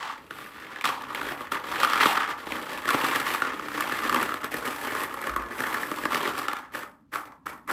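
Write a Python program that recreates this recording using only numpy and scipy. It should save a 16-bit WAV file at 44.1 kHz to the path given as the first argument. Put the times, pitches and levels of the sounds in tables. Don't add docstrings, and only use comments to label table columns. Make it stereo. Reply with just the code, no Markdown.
import sys
import numpy as np
from scipy import signal
from scipy.fft import rfft, irfft, next_fast_len
from scipy.io import wavfile
from scipy.ndimage import uniform_filter1d, map_coordinates

SR = 44100
rng = np.random.default_rng(int(sys.argv[2]) if len(sys.argv) > 2 else 0)


def pcm_store(signal):
    levels = np.round(np.clip(np.atleast_2d(signal), -1, 1) * 32767)
    wavfile.write(sys.argv[1], SR, levels.astype(np.int16).T)


N = 340452

# start_s, knock_db, pitch_hz, tick_over_knock_db, boom_over_knock_db
LOUD_COLLISIONS = [(0.054, -23, 850, -11, -8), (0.124, -20, 930, -11, -11), (0.308, -16, 1420, -14.5, -6),
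                   (0.385, -27.5, 1260, -11, -8), (0.461, -25.5, 1740, -13, -11),
                   (0.76, -20.5, 1770, -13, -18), (0.811, -15.5, 2350, -6, -21), (0.821, -28, 2000, 2, -18),
                   (0.845, -9.5, 1330, -3, -9), (0.854, -13, 1300, 6, -8), (0.889, -11, 1420, -9, -10),
                   (1.02, -29.5, 850, 7, -8), (1.148, -11.5, 2170, -8, -6), (1.214, -14, 1460, -13, -11),
                   (1.288, -15, 1730, -14, -10), (1.32, -18.5, 1600, -16, -12), (1.407, -18, 1190, -15, 1),
                   (1.47, -21, 1740, -21, -10), (1.518, -14.5, 1360, -12, -17), (1.544, -17, 1150, -7, -11),
                   (1.757, -12, 1740, -13, -12), (1.814, -12, 1410, -13.5, -15),
                   (1.832, -3.5, 1250, -7, -13), (1.847, -4, 1390, -7.5, -9), (1.899, -8, 1150, -11, -10),
                   (1.933, -6.5, 1310, -6, -16), (1.956, -7, 1270, -11.5, -6), (2.007, -3.5, 1270, -10, -7),
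                   (2.032, -6, 1320, -11.5, -13), (2.057, 0, 1220, -11, -1), (2.068, -4, 860, -10, -11),
                   (2.131, -19.5, 853, -12, -6), (2.175, -5, 1240, -14, -11), (2.292, -19, 1160, -4, -13),
                   (2.31, -18, 1290, -6, -5), (2.382, -22, 1130, -20, -9), (2.469, -17, 800, -15, 4.5),
                   (2.521, -9, 2360, -11, -4), (2.855, -15.5, 1760, -4, -2), (2.889, -4.5, 1420, -7.5, -11),
                   (2.905, -3, 1100, -9, -13), (2.944, -2.5, 870, -20.5, 2), (3.002, -14, 1740, -4, -3),
                   (3.035, -11, 820, -13, 4), (3.058, -17.5, 1200, -4, -2), (3.085, -8, 1240, -15, -15),
                   (3.211, -30, 1400, -13, -8), (3.266, -10, 1170, -13, -11), (3.277, -17, 1250, -4, -17),
                   (3.289, -17, 1420, -7, -13), (3.325, -16, 1280, -14, -8), (3.347, -10, 1180, -12, -13),
                   (3.42, -4, 1420, -16, -8.5), (3.452, -15, 1260, -19, -9), (3.47, -9.5, 1000, -22, -6),
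                   (3.534, -16, 1090, -16.5, -2), (3.595, -13, 1250, -20.5, -6),
                   (3.684, -13, 1290, -14, -8), (3.807, -10, 1200, 0, -8), (3.922, -12, 1760, -6, 2),
                   (4.035, -9, 1110, -20, -8), (4.062, -21, 1140, -11, -8), (4.095, -8, 1220, -7, -14),
                   (4.126, -8, 1170, -9.5, -9), (4.145, -5.5, 1150, -6, -4), (4.163, -11, 1170, -14.5, -8),
                   (4.201, -15, 1160, -15.5, -5), (4.228, -11, 1390, -2, -11),
                   (4.291, -11.5, 1260, -13.5, -11), (4.32, -12.5, 1280, -18, -7),
                   (4.341, -10, 1260, -10, -4), (4.417, -24, 1290, -4, -12), (4.443, -11, 1410, -4, -1.5),
                   (4.542, -13, 1810, -5, 4), (4.95, -10.5, 1200, -12, -9), (5.034, -15, 1120, -2, -8),
                   (5.141, -16, 1115, -7, -8), (5.215, -17.5, 1100, -4, -3), (5.24, -12, 1450, -18, -8),
                   (5.27, -11, 1130, -15.5, -4.5), (5.294, -12, 1270, -14, -8),
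                   (5.362, -6.5, 1140, -16, -5.5), (5.422, -19, 1200, -16, -8), (5.604, -13, 1700, -5.5, 3),
                   (5.745, -10.5, 1740, -16.5, -8), (5.832, -14, 1750, -14, -14),
                   (5.915, -13.5, 1230, -8.5, 5), (5.985, -14, 1170, -12, -5), (6.036, -14, 1740, -13.5, 1),
                   (6.054, -2.5, 1120, -17.5, -4.5), (6.12, -11, 1170, -11, -12),
                   (6.131, -12, 1360, -9, -16), (6.146, -5, 2150, -5, -4), (6.156, -7, 1270, -13.5, -7),
                   (6.168, -12, 960, -12, -8), (6.276, -11.5, 1240, -7.5, -4),
                   (6.379, -14.5, 1010, -2.5, -8), (6.389, -15, 1110, -1, 0), (6.416, -17, 1150, -8, -3),
                   (6.483, -3.5, 1320, -17, -13), (6.532, -12.5, 1190, -7, -7),
                   (6.567, -16.5, 1320, -8, -12), (6.657, -34, 1180, -16, -12), (6.754, -18, 1380, -8, -4),
                   (6.832, -18, 1280, -13, -7.5), (7.136, -22.5, 1220, -13, -6),
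                   (7.157, -10, 1330, -16, -9), (7.321, -27.5, 1010, -21.5, -7.5),
                   (7.467, -13.5, 1310, -13, -9.5), (7.677, -27, 1210, -6, -6),
                   (7.697, -16.5, 1130, -16, -9.5)]
# start_s, swell_s, hold_s, knock_db, tick_over_knock_db, boom_over_knock_db
HANDFULS = [(0, 0.00067, 0.087, -31, -10.5, -25), (.16, .02, 0.23, -52, -6, -2),
            (0.296, .01, 0.48, -41, -14.5, -11), (0.838, 0.0037, 0.054, -28, -5.5, -14),
            (0.928, 0.31, .08, -30.5, -16, -8), (1.372, 0.011, 0.057, -37, -16.5, -12.5),
            (1.509, .01, 0.015, -28, -14.5, -9.5), (1.588, 0.16, 0.018, -27, -13.5, -11),
            (1.783, 0.011, 0.19, -24.5, -12, -15.5), (1.997, 0.0076, 0.095, -19.5, -8, -16),
            (2.123, 0.031, 0.056, -25.5, -17.5, -19.5), (2.271, 0.017, 0.028, -32.5, -14.5, -12),
            (2.368, .01, 0.049, -40, -9.5, -8), (2.441, 0.056, 0.092, -34, -8.5, -6.5),
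            (2.59, 0.054, 0.66, -35.5, -10.5, -9.5), (2.871, 0.0037, 0.33, -25.5, -10, -13),
            (3.247, 0.017, 0.092, -25, -9, -13), (3.422, 0.0046, 0.078, -32.5, -18, -13.5),
            (3.52, 0.023, 0.15, -38, -10.5, -6), (3.66, 0.1, 0.3, -28.5, -11.5, -11),
            (4.076, 0.066, 0.087, -26.5, -11, -8), (4.248, 0.0093, 0.1, -33, -14, -13.5),
            (4.429, 0.0044, 0.013, -30.5, -18, -12.5), (4.504, 0.01, 0.064, -32, -10, -8.5),
            (4.612, .03, 0.2, -32, -10.5, -11), (4.735, 0.21, 0.084, -28, -12.5, -9.5),
            (5.088, .01, 0.19, -32.5, -17, -9), (5.368, .005, 0.15, -41, -19, -5),
            (5.498, 0.11, .15, -28, -13, -12.5), (5.789, .01, 0.26, -36, -6, -7.5),
            (6.082, 0.038, 0.053, -27.5, -7, -10), (6.18, 0.052, .06, -27, -11, -9.5),
            (6.346, 0.0045, 0.074, -31.5, -9.5, -13), (6.476, .005, 0.1, -35, -17.5, -19),
            (6.718, 0.037, 0.015, -30.5, -9.5, -11), (7.115, 0.026, 0.0067, -28.5, -13.5, -14.5),
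            (7.456, 0.0084, 0.0097, -34.5, -15, -11), (7.671, 0.033, .1, -26.5, -16.5, -13.5)]
# centre_hz, width_hz, gain_db
WALL_MODES = [(801, 155, -4), (982, 102, 3), (1114, 203, 2.5), (1488, 473, 2), (1692, 154, 6),
              (2073, 616, 1.5), (3455, 480, -14.5), (3900, 230, -40)]
# centre_hz, width_hz, gain_db
BOX_MODES = [(138, 39, -14), (240, 68.5, -6), (314.6, 61, 1), (400, 95, -1), (597, 122, 2)]
# frequency_hz, gain_db
TICK_SPECTRUM = [(2060, 1.5), (3500, -8), (6910, -16.5), (7650, -8.5), (8740, -12), (11600, -9),
                 (14900, -10), (16000, -59.5)]
# time_s, mid_lift_db, presence_lift_db, treble_lift_db
COLOUR_DRIFT = [(0, 9, 2, -18), (0.399, -9.5, 4.5, 6.5), (0.901, 14.5, 4.5, -7.5), (1.3, 7, 5, 5.5),
                (2, 5, 5.5, -3.5), (2.7, 7, 3, -1), (4, 0, 1.5, -0.5), (5.5, 4, -2.5, 5), (6.2, 3.5, 2, -3),
                (7.72, 5.5, -4, 6)]
# peak_time_s, peak_db
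COUNTER_BUMPS = [(1.25, -55), (4.1, -55), (4.6, -55), (5.33, -38.5), (5.39, -37.5), (5.7, -57), (7.7, -57)]
# frequency_hz, t60_s
ROOM_DECAY = [(150, 0.29), (500, 0.4), (1200, 0.42), (3000, 0.091), (8000, 0.16), (15000, 0.17)]
# frequency_hz, relative_db
ROOM_TONE = [(15, -54), (25, -28), (84, -19), (153, 7), (293, 16), (373, -37.5), (1040, -36.5), (1260, -52),
             (16000, -59.5)]
# frequency_hz, left_lead_rad
PORT_PHASE = [(400, 0), (1030, 4.5), (1290, 5), (2070, 6.5)]
# frequency_hz, left_over_right_db
PORT_BALANCE = [(60, -2), (180, -4.5), (550, -3.5), (1650, 1.5), (4970, -1.5), (15000, 0.5)]

KNOCK_FALL_DB_PER_S, TICK_FALL_DB_PER_S, BOOM_FALL_DB_PER_S = 182.5, 182, 144
BUMP_HZ, BUMP_RISE_S = 57, 0.035
BASS_CUT_HZ, TOP_HZ = 33, 15900


def loud_crackers():
    start_s, knock_db, pitch_hz, tick_over_db, boom_over_db = np.transpose(LOUD_COLLISIONS)
    sizes = amp(knock_db), amp(knock_db + tick_over_db), amp(knock_db + boom_over_db)
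    contacts = collisions(start_s, pitch_hz, *sizes, cycles=1.88, tick_s=0.003, spread_s=.00004)
    return sum(ring_box(*contacts))


def sliding_crackers(count=6000):
    when, strength, brittleness = rng.random((count, 3)).T
    start_s = when * N / SR
    size = amp(-3.8 * np.log(strength + .008))
    size *= amp(1.11 * map_coordinates(rng.standard_normal(120), [14 * start_s]))
    pitch_hz = np.clip(1400 * np.exp(.5 * rng.standard_normal(count)), 500, 7000)
    knock, tick, push = collisions(start_s, pitch_hz, size, size * amp(21.0 * brittleness), size,
                                   cycles=1.82, tick_s=0.0055, spread_s=.00012)
    sizzle = 0.71 * rng.standard_normal((2, N))
    layers = ring_box(knock, unit(tick) + sizzle, push)
    return sum(gain * unit(layer) for gain, layer in zip(handful_gains(), layers))


def handful_gains(block=32):
    start_s, swell_s, hold_s, knock_db, tick_over_db, boom_over_db = np.transpose(HANDFULS)[:, :, None]
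    age_s = np.arange(0, N + block, block) / SR - start_s
    rise = np.clip(age_s / swell_s, 0, 1)
    rest_s = np.maximum(age_s - swell_s - hold_s, 0)
    levels_db = (knock_db - KNOCK_FALL_DB_PER_S * rest_s,
                 knock_db + tick_over_db - TICK_FALL_DB_PER_S * rest_s,
                 knock_db + boom_over_db - BOOM_FALL_DB_PER_S * rest_s)
    power = [np.sum((rise * amp(db)) ** 2, axis=0) for db in levels_db]
    return np.sqrt(np.repeat(power, block, axis=1)[:, :N])


def collisions(start_s, pitch_hz, knock_size, tick_size, push_size, cycles, tick_s, spread_s):
    t = np.arange(320) / SR
    ring, bearing, polarity, pan = rng.standard_normal((len(start_s), 4)).T
    decay_s = (cycles * np.exp(0.27 * ring) / pitch_hz)[:, None]
    tone = np.sin(2 * np.pi * pitch_hz[:, None] * t) * np.exp(-t / decay_s)
    push = np.sign(polarity)[:, None] * np.exp(-t / 0.00076)
    ports = []
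    for side in (.5, -.5):
        arrival_s = start_s + side * spread_s * bearing
        gain = amp(side * 3 * pan)
        grit = rng.standard_normal((len(start_s), len(t))) * np.exp(-t / tick_s)
        layers = (knock_size, tone + 0.61 * grit), (tick_size, grit), (push_size, push)
        ports.append([place(arrival_s, (gain * size)[:, None] * shape) for size, shape in layers])
    return np.swapaxes(ports, 0, 1)


def ring_box(knock, tick, push):
    time_s, *lifts = np.transpose(COLOUR_DRIFT)
    mid_db, presence_db, treble_db = (np.interp(np.arange(N) / SR, time_s, db) for db in lifts)
    walls = resonances(WALL_MODES)
    band_pass = lambda hz: 1 / (1 + 1j * hz / 5000) ** 2 / (1 - 1j * 450 / (hz + 1)) ** 2
    knock = filtered(knock, lambda hz: (0.27 + walls(hz)) * band_pass(hz))
    knock = lift_band(knock, mid_db, 830, 1030)
    knock = lift_band(knock, presence_db, 2700, 4100)
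    tick = filtered(tick, lambda hz: amp(curve(TICK_SPECTRUM, hz)) * low_cut(hz, 1800))
    tick = lift_band(tick, presence_db, 2600, 4500)
    tick = lift_band(tick, treble_db, 7600, 22000)
    return knock, tick, filtered(push, resonances(BOX_MODES))


def counter_rumble():
    slab = resonances([(57, 24, -3), (105, 130, -9)])
    boom_gain = uniform_filter1d(handful_gains()[2], size=4000)
    shake_gain = amp(-40.5) * boom_gain ** 0.52 + amp(-71.5)
    shake = shake_gain * unit(filtered(rng.standard_normal(N), slab))
    t = np.arange(6000) / SR
    peak_time_s, peak_db = np.transpose(COUNTER_BUMPS)
    thump = np.sin(2 * np.pi * BUMP_HZ * t) * (t / BUMP_RISE_S) * np.exp(1 - t / BUMP_RISE_S)
    return shake + place(peak_time_s - BUMP_RISE_S, amp(peak_db)[:, None] * thump)


def kitchen_reverb(source, parts=24, delay_samples=180):
    room = np.zeros((2, N + 2 * SR))
    step = N // parts + 1
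    for start in range(0, parts * step, step):
        hz, t, noise = signal.stft(rng.standard_normal((2, SR // 2)), SR, nperseg=256)
        decay = amp(-60 * t / curve(ROOM_DECAY, hz)[:, None])
        tail = signal.istft(diffuse(noise, hz[:, None]) * decay, SR, nperseg=256)[1]
        wet = signal.fftconvolve(source[:, start:start + step], tail / np.linalg.norm(tail[0]), axes=1)
        arrival = start + delay_samples
        room[:, arrival:arrival + wet.shape[1]] += wet
    return room[:, :N]


def room_tone():
    hz = np.fft.rfftfreq(N, 1 / SR)
    noise = diffuse(rfft(rng.standard_normal((2, N))), hz)
    return amp(-61.0) * unit(irfft(noise * amp(curve(ROOM_TONE, hz)), N))


def diffuse(pair, hz):
    share = np.clip(1.5 - hz / 500, .3, .92)
    return np.array([pair[0], share * pair[0] + np.sqrt(1 - share ** 2) * pair[1]])


def amp(db):
    return 10 ** (np.asarray(db) / 20)


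def unit(x):
    return x / np.sqrt(np.mean(x ** 2) + 1e-20)


def curve(points, hz):
    point_hz, values = np.transpose(points)
    return np.interp(np.log(hz + 1), np.log(point_hz + 1), values)


def filtered(x, response):
    size = next_fast_len(N + SR // 2)
    return irfft(rfft(x, size) * response(np.fft.rfftfreq(size, 1 / SR)), size)[..., :N]


def low_cut(hz, corner_hz, order=4):
    return 1 / (1 + (corner_hz / (hz + 1)) ** order)


def resonances(modes):
    return lambda hz: sum((-1) ** k * amp(db) * 1j * hz * width / (centre ** 2 - hz ** 2 + 1j * hz * width)
                          for k, (centre, width, db) in enumerate(modes))


def lift_band(x, db, low_hz, high_hz):
    band = filtered(x, lambda hz: low_cut(hz, low_hz, order=8) / (1 + (hz / high_hz) ** 8))
    return x + (amp(db) - 1) * band


def place(start_s, shapes):
    index = np.clip(np.round(start_s * SR).astype(int), 0, N)[:, None] + np.arange(shapes.shape[1])
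    return np.bincount(index.ravel(), shapes.ravel(), N + shapes.shape[1] + 1)[:N]


def scene():
    heap, singles = sliding_crackers(), loud_crackers()
    room = kitchen_reverb(amp(-7.0) * heap[:1] + amp(-9.0) * singles[:1])
    rumble = counter_rumble() * amp([[-1.2], [1.2]])
    return heap + singles + room + rumble + room_tone()


def record(dry):
    side = np.array([[.5], [-.5]])
    ports = lambda hz: amp(side * curve(PORT_BALANCE, hz)) * np.exp(1j * side * curve(PORT_PHASE, hz))
    return filtered(dry, lambda hz: ports(hz) * low_cut(hz, BASS_CUT_HZ) * (hz < TOP_HZ))


dry = scene()
out = record(dry)
pcm_store(out)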